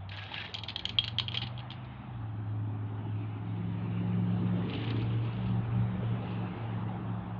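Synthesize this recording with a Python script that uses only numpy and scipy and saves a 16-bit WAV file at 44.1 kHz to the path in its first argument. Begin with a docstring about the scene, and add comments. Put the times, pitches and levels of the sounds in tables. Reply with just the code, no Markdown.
"""A small metal toy car rattles down a plastic track, then tumbles over concrete near the microphone.
Its wheels chatter and each knock rings the die-cast shell. A vehicle with an uneven exhaust beat
pulls away, shifts up and drones past; tyre roar and leaves rush behind. Later, soles scuff on grit
and kick stones. House walls give the near sounds short echoes."""
import sys
import numpy as np
from scipy import signal
from scipy.fft import rfft, irfft
from scipy.io import wavfile
from scipy.ndimage import uniform_filter1d, map_coordinates

SR = 44100
rng = np.random.default_rng(int(sys.argv[2]) if len(sys.argv) > 2 else 0)


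def transcribe(signal):
    """Save signal, clipped to [-1, 1], as a 16-bit WAV file at the path in sys.argv[1]."""
    frames = np.atleast_2d(signal).T
    limited = np.clip(frames, -1, 1)
    pcm = np.round(limited * 32767).astype(np.int16)
    wavfile.write(sys.argv[1], SR, pcm)


N = 325943
TIME_S = np.arange(N) / SR


def amp(db):
    """Gain of a level in dB."""
    return 10 ** (np.asarray(db) / 20)


def unit(x):
    """x at rms 1."""
    return x / np.sqrt(np.mean(x ** 2) + 1e-20)


def curves(rows):
    """One value per sample for each column after the time."""
    times_s, *columns = np.transpose(rows)
    return [np.interp(TIME_S, times_s, column) for column in columns]


def wobble(rate_hz):
    """Smooth random curve through rate_hz knots a second."""
    return map_coordinates(rng.standard_normal(int(N * rate_hz / SR) + 4), [TIME_S * rate_hz])


def coloured(x, spectrum):
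    """x through a minimum-phase filter given as (Hz, dB) points."""
    points_hz, points_db = np.transpose(spectrum)
    bins_hz = np.fft.rfftfreq(16384, 1 / SR)
    gain = amp(np.interp(np.log(bins_hz + 1), np.log(points_hz), points_db))
    cepstrum = irfft(np.log(gain + 1e-7))
    cepstrum[1:8192] *= 2  # fold onto the causal half
    cepstrum[8193:] = 0
    return signal.fftconvolve(x, irfft(np.exp(rfft(cepstrum))))[:len(x)]


def rush(spectrum, patchy_db=2.5, drift_db=0, tick_gain=0):
    """Coloured noise of rms 1 with quick patches and slow drifts of gain, plus optional dense ticks."""
    stft = signal.stft(rng.standard_normal(N), nperseg=512)[2]

    def gain_field(bins, frames):
        across_bins = uniform_filter1d(rng.standard_normal(stft.shape), bins, axis=0)
        return unit(uniform_filter1d(across_bins, frames, axis=1))

    gain_db = drift_db * gain_field(4, 50) + patchy_db * gain_field(3, 8)
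    noise = signal.istft(stft * amp(gain_db), nperseg=512)[1][:N]
    ticks = (rng.random(N) < 400 / SR) * rng.uniform(-1, 1, N)
    return unit(coloured(unit(noise) + tick_gain * unit(ticks), spectrum))


# Each row: frequency in Hz, gain in dB.
MIC_RESPONSE = [(500, -0.5), (4000, -4), (4800, -8.5), (5500, -37), (6500, -27), (8000, -41.5),
                (12000, -93.5)]

def microphone(x):
    """A small microphone dulls the treble."""
    return coloured(x, MIC_RESPONSE)


def rattle(per_s, centre_hz, octaves, t60_cycles):
    """Scattered tiny contacts, each ringing briefly at its own pitch."""
    t = np.arange(SR // 100) / SR
    when, pitch, strength = rng.random((round(per_s * N / SR), 3)).T[:, :, None]
    hz = centre_hz * 2 ** (octaves * (pitch - 0.5))
    envelope = amp(-60 * t * hz / t60_cycles) * (1 - np.exp(-t * hz))
    pings = -np.log(strength + 1e-3) * envelope * np.sin(2 * np.pi * hz * t)
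    at = (when * N).astype(int) + np.arange(len(t))
    return microphone(unit(np.bincount(at.ravel(), pings.ravel(), N)[:N]))


# Each row: centre in seconds, exhaust order, depth in dB, seconds from centre to half depth.
ORDER_DIPS = [(0.318, 5, 19, 0.026), (0.503, 5, 8, 0.051), (0.82, 5, 16, 0.061), (2.308, 8, 17, 0.03),
              (2.48, 8, 22, 0.065), (2.737, 8, 25, 0.053), (2.92, 8, 15, 0.044), (4.716, 5, 8.5, 0.078),
              (4.843, 8, 10.5, 0.086), (4.978, 8, 5, 0.044), (5.2, 8, 24, 0.029), (5.311, 8, 11, 0.028),
              (5.348, 5, 9, 0.094), (5.676, 5, 6, 0.051), (5.684, 8, 29, 0.039), (5.863, 8, 4.5, 0.042),
              (5.955, 5, 11, 0.057), (6.061, 8, 17, 0.033), (6.208, 8, 9, 0.047), (6.255, 5, 10, 0.056),
              (6.526, 5, 10.5, 0.053), (6.63, 8, 23, 0.043), (7.01, 5, 2, 0.08), (7.075, 8, 5, 0.06),
              (7.237, 5, 17, 0.024)]

def dip_gain(order):
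    """One exhaust order dips briefly in level."""
    return amp(-sum(depth_db * np.clip(1 - abs(TIME_S - centre_s) / (2 * half_s), 0, 1)
                    for centre_s, dipped, depth_db, half_s in ORDER_DIPS if dipped == order))


# Upshift just after 2 s. Each row: time in seconds, engine cycle rate in Hz.
ENGINE_SPEED = [(0.0, 19.2), (0.2, 20.0), (0.37, 20.9), (0.57, 21.6), (1.01, 22.3), (1.23, 23.3),
                (2.07, 25.5), (2.24, 22.0), (2.39, 21.5), (2.6, 21.3), (3.2, 21.4), (4.0, 22.2),
                (4.63, 22.4), (5.35, 23.2), (6.15, 23.1), (6.34, 22.5), (7.39, 22.4)]
# Nearness of the vehicle. Each row: time in seconds, exhaust noise level in dB.
NEARNESS = [(0.0, -58.5), (0.4, -53), (1.2, -50.5), (1.7, -52), (2.5, -46.5), (2.9, -45), (3.75, -43.5),
            (4.7, -39.5), (5.3, -43), (5.8, -43), (6.35, -42), (7.0, -42.5), (7.39, -49.5)]
# Each row: time in seconds, levels of orders 4, 5, 8 and 13 in dB.
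STRONG_ORDERS = [(0.0, -67, -42, -56, -64), (0.45, -55.5, -48.5, -62.5, -83), (0.9, -51.5, -44, -55.5, -69),
                 (1.3, -45.5, -40.5, -53, -67), (1.65, -53, -43, -55.5, -66.5),
                 (2.0, -55, -49, -52.5, -67.5), (2.25, -51.5, -38, -52.5, -58.5),
                 (2.6, -59, -35.5, -47.5, -51.5), (3.0, -61, -38, -55.5, -56),
                 (3.4, -62, -37.5, -46, -51.5), (4.0, -55.5, -36.5, -37, -56),
                 (4.45, -65.5, -31.5, -33, -56), (4.75, -58.5, -35.5, -37, -45),
                 (5.1, -56.5, -31, -42, -47.5), (5.5, -56.5, -29.5, -37.5, -65),
                 (5.8, -45.5, -29, -36, -60), (6.1, -52, -31.5, -36.5, -62), (6.4, -54, -36.5, -43, -58),
                 (6.9, -59.5, -38, -41.5, -63), (7.39, -64, -38.5, -42.5, -74)]
# Each row: order, relative level in dB.
WEAK_ORDERS = [(2, -9), (3, -9), (6, -7), (7, -10), (9, -4), (10, -5), (11, -11), (12, -12), (14, -11),
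               (16, -10), (18, -9), (19, -12), (20, -10)]
# Each row: frequency in Hz, relative level in dB.
EXHAUST_NOISE_SPECTRUM = [(40, -51), (70, -19), (100, 0.5), (160, -2.5), (250, -5), (330, -8), (420, -18.5),
                          (600, -78)]

def engine():
    """Uneven firing puts tones on multiples of the cycle rate; a few boom in the pipe."""
    (cycle_hz,), (near_db,) = curves(ENGINE_SPEED), curves(NEARNESS)
    fourth_db, fifth_db, eighth_db, thirteenth_db = curves(STRONG_ORDERS)
    phase = 2 * np.pi * np.cumsum(cycle_hz) / SR
    tones = amp(fifth_db + wobble(7)) * dip_gain(5) * np.sin(5 * phase + 0.15 * wobble(12))
    tones += amp(eighth_db + 1.5 * wobble(7)) * dip_gain(8) * np.sin(8 * phase + 0.2 * wobble(12))
    tones += amp(fourth_db) * np.sin(4 * phase + 0.3 * wobble(8))
    tones += amp(thirteenth_db) * np.sin(13 * phase + 1.1 * wobble(12))
    approach_db = near_db + 45
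    low_db, high_db = -55.5 + 0.83 * approach_db, -58 + 2.2 * approach_db
    for order, relative_db in WEAK_ORDERS:  # street reflections fade each on its own
        level_db = (low_db if order <= 10 else high_db) + relative_db + 2.5 * wobble(2.5)
        tones += amp(level_db) * np.sin(order * phase + 0.65 * wobble(12) + rng.uniform(0, 2 * np.pi))
    return np.sqrt(2) * tones + amp(near_db) * rush(EXHAUST_NOISE_SPECTRUM)


# Each row: time in seconds, levels of rumble, tyre roar, leaf hiss and body drone in dB.
STREET_LEVELS = [(0.0, -55, -54.5, -60.5, -73), (0.4, -69, -51.5, -76, -64), (0.85, -57, -55, -55.5, -64),
                 (1.25, -57, -53.5, -60.5, -64.5), (1.6, -57.5, -50.5, -59, -74.5),
                 (1.9, -58.5, -54.5, -58, -78), (2.3, -56, -54, -64, -71), (2.7, -60.5, -54, -64.5, -65),
                 (3.3, -66, -53.5, -59.5, -66), (3.8, -64, -53.5, -57, -57),
                 (4.8, -58.5, -48.5, -54.5, -51), (5.15, -50.5, -51.5, -55.5, -53),
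                 (5.55, -43.5, -48.5, -57, -58), (6.1, -55, -49.5, -55, -50),
                 (6.6, -65.5, -48.5, -53.5, -56), (7.15, -59.5, -48.5, -59.5, -61.5),
                 (7.24, -48.5, -49, -60.5, -58.5)]
# Each row: frequency in Hz, relative level in dB.
TYRE_SPECTRUM = [(300, -39.5), (450, -11.5), (620, -1), (800, 4.5), (1000, -0.5), (1300, -4), (1800, -12.5),
                 (2200, -28), (2900, -43.5), (4800, -120)]
LEAF_SPECTRUM = [(760, -26), (1300, -4), (1390, -9.5), (1930, -8), (2370, -8), (2760, -8), (3480, -13.5),
                 (3810, -18.5), (4310, -30.5), (5600, -50.5), (7280, -94.5), (12300, -120)]

def street():
    """Low rumble, far tyre roar, leaf hiss and a body drone that grows as the vehicle nears."""
    rumble_db, tyre_db, leaf_db, drone_db = curves(STREET_LEVELS)
    rumble = rush([(20, -1), (30, -2.5), (42, -5.5), (65, 19), (90, 1), (140, -70.5)], patchy_db=0.5)
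    drone = rush([(250, -46.5), (360, 8), (450, 5), (600, 4), (800, -55)])
    tyres = rush(TYRE_SPECTRUM, patchy_db=1.6)
    leaves = rush(LEAF_SPECTRUM, drift_db=1.4)
    return amp(rumble_db) * rumble + amp(drone_db) * drone + amp(tyre_db) * tyres + amp(leaf_db) * leaves


# Each row: frequency in Hz, level in dB, t60 in seconds.
SHELL_MODES = [(1700, -20.5, .045), (2340, -7.5, 0.044), (2900, -12.5, 0.06), (3236, 6.5, 0.044),
               (3280, -10.5, 0.2), (3860, -13.5, .035), (4300, -13, .035)]

def shell_ring(t, bright_hz):
    """The die-cast shell rings; a blow favours the modes nearest its brightest pitch."""
    ring = np.zeros(len(t))
    for hz, mode_db, t60_s in SHELL_MODES:
        level_db = mode_db + rng.normal(0, 2.5) - 34 * abs(np.log2(hz / bright_hz))
        ring += amp(level_db - 60 * t / t60_s) * np.sin(2 * np.pi * hz * t)
    return ring


# Crack, skid on concrete and top edge of a hard contact. 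Each row: frequency in Hz, gain in dB.
CRACK_SPECTRUM = [(590, -56.5), (1000, -31.5), (1430, -19.5), (2160, -14.5), (2700, -7.5), (3230, -2.5),
                  (3540, -14), (3820, -1), (4490, -9.5), (5400, -32), (7020, -61.5), (11900, -120)]
SKID_SPECTRUM = [(500, -43), (1000, -25.5), (1600, -21.5), (2300, -6.5), (3200, -3), (4200, -10),
                 (5000, -20), (5600, -39), (6500, -34.5), (8000, -68.5), (12000, -120)]
EDGE_SPECTRUM = [(4000, -52), (5200, -2.5), (6000, 5), (6600, 5), (7300, -5.5), (8000, -22), (10000, -65)]

def impacts(rows):
    """Each contact gives a blow, ring, thud, crack, skid and top edge; long contacts are soft."""
    tones, cracks, skids, edges = np.zeros((4, N + SR))
    t = np.arange(SR // 8) / SR
    next_starts_s = [row[0] for row in rows[1:]] + [N / SR]
    for row, next_s in zip(rows, next_starts_s):
        start_s, level_db, bright_hz, ring_db, thud_db, contact_ms, crack_db, skid_db, edge_db = row
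        contact_s = contact_ms / 1000
        onset = amp(level_db) * (1 - np.exp(-(1.87 * t / contact_s) ** 2))
        pulse = amp(level_db) * np.exp(-((t - contact_s) / (0.48 * contact_s)) ** 2)
        blow = pulse * np.sin(2 * np.pi * bright_hz * t)
        damping = amp(-60 * np.maximum(start_s + t - next_s, 0) / 0.015)  # by the next contact
        ring = amp(ring_db) * shell_ring(t, bright_hz) * damping
        thud_hz = 1290 / np.sqrt(contact_ms)
        thud = 1.1 * amp(thud_db - 60 * t / 0.011) * np.sin(2 * np.pi * thud_hz * t)
        noise = rng.standard_normal((3, len(t)))
        cutoff_hz = 5000 * 2 ** ((edge_db + 45) / 27.5)  # harder edge, brighter crack and skid
        crack_noise, skid_noise = signal.lfilter(*signal.butter(3, cutoff_hz, fs=SR), noise[:2])
        at = round(start_s * SR) + np.arange(len(t))
        tones[at] += blow + onset * (ring + thud)
        cracks[at] += onset * amp(crack_db - 60 * t / (9 * contact_s)) * crack_noise
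        skids[at] += onset * amp(skid_db - 60 * t / 0.066) * skid_noise
        edges[at] += onset * amp(edge_db - 60 * t / (0.005 + 5 * contact_s)) * noise[2]
    gritty_skids = skids[:N] * amp(3.75 * wobble(300))
    return (microphone(tones[:N])
            + amp(13) * coloured(cracks[:N], CRACK_SPECTRUM)
            + amp(13.5) * coloured(gritty_skids, SKID_SPECTRUM)
            + amp(15.5) * coloured(edges[:N], EDGE_SPECTRUM))


# Each row: start in seconds, level in dB, brightest pitch in Hz, ring and thud in relative dB,
# contact time in ms, crack, skid and top edge in relative dB.
CAR_KNOCKS = [(0.0908, -44, 3030, -14, -9, 3, 11.5, -14, -33),
              (0.126, -46, 2860, -14, -14, 1.3, 1, -18, -34),
              (0.165, -42, 3330, -15, -13, 1.6, 1, -15, -26.5), (0.172, -33, 3400, -14, -9, 1, -5, -9, -34),
              (0.2372, -33, 2780, -17, -22, 1.3, -8, -19, -30.5),
              (0.3155, -38, 2630, -10, 3, 1.9, 3, -19, -54),
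              (0.342, -26.5, 3370, -12, -5, 0.98, -7, -9.5, -44),
              (0.377, -26, 2550, -12, -17, 4.3, -16, -16, -58),
              (0.4024, -29, 2550, -12, -10, 1.6, -5, -18, -48),
              (0.4607, -36, 2700, -11, -16, 3, -10, -8, -48),
              (0.5405, -19.5, 4610, -19, -28, 1.7, -5, -11.5, -30.5),
              (0.549, -27, 3280, -8, -25, 2.7, -12, -25, -38),
              (0.5649, -33, 3300, -17, -19, 0.66, 2, -11, -33),
              (0.5845, -29.5, 3080, -5.5, -31, 2.4, 2, -13, -35),
              (0.634, -29, 3340, -13, -29, 2.3, -3, -7, -29.5),
              (0.681, -42.5, 3300, -17, -21, 1.9, 7, -9, -30),
              (0.684, -26, 3440, -14, -23, 1.8, -9, -9, -39), (0.692, -29, 3100, -9, -22, 1.6, 3, -15, -38),
              (0.6988, -35.5, 3400, -10, -15, 1.9, -6, 0.5, -31),
              (0.7593, -22.5, 3280, -12.5, -3, 2.15, 3, -23, -38.5),
              (0.7915, -29, 3330, -12.5, -36, 2.7, 1.5, -13, -34.5),
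              (0.8526, -16, 3225, -27, -23, 2.2, -4, -25, -34),
              (0.8914, -31, 3180, -10, -18, 2.8, -15, 0.5, -25),
              (0.9855, -12.5, 3060, -1.5, -14, 1.26, -8.5, -21, -37.5),
              (1.04, -24.5, 3500, -20.5, -10, 1.7, 4.5, -12.5, -34.5),
              (1.046, -29.5, 3280, -16.5, -14, 1.2, 1, -9, -37.5),
              (1.0775, -23, 3170, -26.5, -34, 2.6, 2.5, -17.5, -35),
              (1.0835, -31, 3160, -21, -21.5, 2, -8, -13.5, -40),
              (1.1844, -15.5, 3170, -7, -32, 1.4, 0.5, -23, -39),
              (1.1972, -12.5, 3180, -30, -9.5, 1.48, -2.5, -19, -42),
              (1.281, -17.5, 3070, -14, -32, 2, -14, -16, -52.5),
              (1.3185, -27, 3160, -25, -19, 1.7, -10, -12, -42),
              (1.3417, -26.5, 2850, -5, -2.5, 1.5, -4, -5.5, -37),
              (1.351, -24.5, 2740, -19, -13, 1.3, -7, -16.5, -45),
              (1.372, -16, 3200, -10.5, -28.5, 2, 1.5, -26.5, -42.5),
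              (1.3844, -33, 3250, -15, -14.5, 1.2, -3.5, -11, -38.5),
              (1.4157, -23, 3150, -8.5, -21.5, 4.4, -5, -5.5, -47),
              (1.4304, -28.5, 3150, -24, 3, 2.8, -4, -7, -51.5),
              (1.4674, -39.5, 3160, -14, -5, 3, 4.5, -2.5, -40),
              (1.577, -35.5, 3180, -10.5, -8, 2.1, -4, -21, -57),
              (1.5905, -40, 3150, -6, -9, 2.1, 2, -4, -58), (1.6017, -37.5, 2850, -15, -8, 2, -2, -11, -60),
              (1.7035, -36, 3250, -14.5, -28, 2, 0, -10, -41),
              (1.7161, -31, 3560, -19, -7, 1.7, -13, -12, -40),
              (1.737, -42, 2361, -11, -3, 1.2, 0, -14, -42),
              (1.845, -56, 4000, -24, -10.5, 3.7, 5, -3, -38)]

def car_knocks():
    """The toy car strikes the track, then the concrete."""
    return impacts(CAR_KNOCKS)


# Each row: start in seconds, end in seconds, level in dB, slope in dB per second.
WHEEL_RUNS = [(0.106, 0.345, -46.5, -6), (0.333, 0.458, -39.5, -16.5), (0.46, 0.54, -46, -79.5)]
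# Each row: frequency in Hz, relative level in dB.
WHEEL_SPECTRUM = [(590, -24), (1000, -20), (1140, -19), (1280, -1), (1390, -16), (1680, -4), (2190, -2.5),
                  (2510, 0), (3350, 2.5), (3950, -8.5), (5200, -22), (5800, -31), (6600, -35), (7980, -77),
                  (10400, -96.5), (17600, -120)]
# Each row: frequency in Hz, bandwidth in Hz, relative level in dB.
TRACK_MODES = [(860, 100, -3), (1665, 57, 1), (1776, 76, 2), (2050, 34, -8.5), (2570, 120, 1),
               (2750, 43, -1), (3280, 98, -8), (3780, 53, 0)]

def wheels(ramp_s=0.013):
    """Tiny wheels chatter along the track and jolt its hollow resonances."""
    envelope = np.zeros(N)
    for start_s, end_s, level_db, db_per_s in WHEEL_RUNS:
        age_s = TIME_S - start_s
        gate = np.clip(np.minimum(age_s, end_s + ramp_s - TIME_S) / ramp_s, 0, 1)
        envelope += gate * amp(level_db + db_per_s * np.clip(age_s, 0, end_s - start_s))
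    jolts = rush([(300, 6), (3900, -4), (5500, -32), (9000, -78)], tick_gain=0.78)
    hollow = sum(amp(db) * unit(signal.lfilter(*signal.iirpeak(hz, hz / width_hz, SR), jolts))
                 for hz, width_hz, db in TRACK_MODES)
    flutter = amp(-4.5 + 2.3 * wobble(109.7))
    rolling = rush(WHEEL_SPECTRUM, tick_gain=0.57) + amp(-3) * unit(hollow)
    chatter = amp(-6) * rattle(per_s=450, centre_hz=2800, octaves=1.1, t60_cycles=30)
    return envelope * (flutter * rolling + chatter)


# Each row: start in seconds, level in dB, pitch in Hz.
HOLLOW_THUMPS = [(.316, -26.5, 880), (.49, -40, 432), (.759, -48, 820), (.893, -48, 394),
                 (1.342, -39.5, 480)]

def thumps(rise_s=0.0038, t60_cycles=31):
    """A soft push from the car rings a hollow in the track or ground."""
    out, t = np.zeros(N + SR), np.arange(SR // 8) / SR
    for start_s, level_db, hz in HOLLOW_THUMPS:
        envelope = amp(level_db - 60 * t * hz / t60_cycles) * (1 - np.exp(-t / rise_s))
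        out[round(start_s * SR):][:len(t)] += envelope * np.sin(2 * np.pi * hz * t)
    return out[:N]


# Each row: start in seconds, level in dB, rise in seconds, t60 in seconds.
SOLE_DRAGS = [(4.5, -59, 0.2, 0.61), (4.695, -55, .055, 1.1), (4.838, -56, 0.0076, 0.61),
              (4.955, -62, .012, 1.5), (5.15, -64, 0.15, 1.05), (5.38, -63.5, 0.11, 0.12),
              (6.2, -63.5, 0.039, 0.79), (6.302, -63, 0.0068, 0.23)]
# Each row: frequency in Hz, relative level in dB.
GRIT_SPECTRUM = [(900, -35.5), (1500, 0), (2200, 4.5), (2800, 9.5), (3700, 2), (4700, -20.5), (5400, -30.5),
                 (6200, -29.5), (7000, -53), (8000, -70.5), (12000, -120)]

def scuffs():
    """Soles drag over grit and rattle small pebbles."""
    envelope = np.zeros(N)
    for start_s, level_db, rise_s, t60_s in SOLE_DRAGS:
        age_s = TIME_S - start_s
        decay_db = 60 * np.maximum(age_s - rise_s, 0) / t60_s
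        envelope += np.clip(age_s / rise_s, 0, 1) * amp(level_db - decay_db)
    pebbles = amp(-2) * rattle(per_s=900, centre_hz=3300, octaves=1.4, t60_cycles=20)
    grit = amp(4.5 + 2.7 * wobble(67)) * rush(GRIT_SPECTRUM, patchy_db=2, tick_gain=0.44)
    return envelope * (pebbles + grit)


# Each row: start in seconds, level in dB, brightest pitch in Hz, top edge in relative dB.
STONE_HITS = [(4.6968, -32.5, 3080, -62), (4.735, -37, 2820, -51), (4.7489, -32.5, 2880, -48),
              (4.7742, -37, 2470, -53), (4.816, -40, 3400, -44), (4.842, -38, 3800, -40),
              (4.8475, -40, 3040, -40), (4.877, -36.5, 2960, -43), (4.9031, -31, 3380, -42),
              (4.9649, -33.5, 3280, -43), (4.996, -38, 3400, -54), (5.0175, -36, 3530, -38.5),
              (5.25, -47, 2920, -41), (5.3303, -47, 4300, -50), (5.366, -42.5, 2600, -43),
              (5.4575, -43.5, 2830, -53), (6.328, -48.5, 2950, -43)]

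def stones(ring_db=-np.inf, thud_db=-7.5, contact_ms=1.4, crack_db=-5, skid_db=-11.5):
    """Stones kicked by the soles click without ringing."""
    return impacts([(start_s, level_db, hz, ring_db, thud_db, contact_ms, crack_db, skid_db, edge_db)
                    for start_s, level_db, hz, edge_db in STONE_HITS])


# Each row: delay in seconds, level in dB.
WALL_ECHOES = [(0.0106, -22), (.026, -23), (.035, -27)]

def yard(x, t60_s=0.22):
    """House walls add a few echoes and a short scattered tail; both lose treble."""
    t = np.arange(SR // 4) / SR
    tail_envelope = amp(-11 - 60 * t / t60_s) * (t > 0.004)
    response = tail_envelope * rng.standard_normal(len(t)) / np.sqrt(0.0064 * SR)
    for delay_s, level_db in WALL_ECHOES:
        response[round(delay_s * SR)] += amp(level_db)
    response = coloured(response, [(1000, -3.5), (3600, -4.5), (5000, -5), (7000, -7.5)])
    return x + signal.fftconvolve(x, response)[:N]


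def scene():
    """All sources in mono; only the near ones echo."""
    near = car_knocks() + wheels() + thumps() + scuffs() + stones()
    return (yard(near) + engine() + street())[None]


def record(dry, top_hz=8100):
    """Brick-wall low-pass at top_hz."""
    mirrored = np.concatenate([dry, dry[:, ::-1]], axis=1)
    passband = np.fft.rfftfreq(2 * N, 1 / SR) < top_hz
    return irfft(rfft(mirrored) * passband, 2 * N)[:, :N]


dry = scene()
out = record(dry)
transcribe(out)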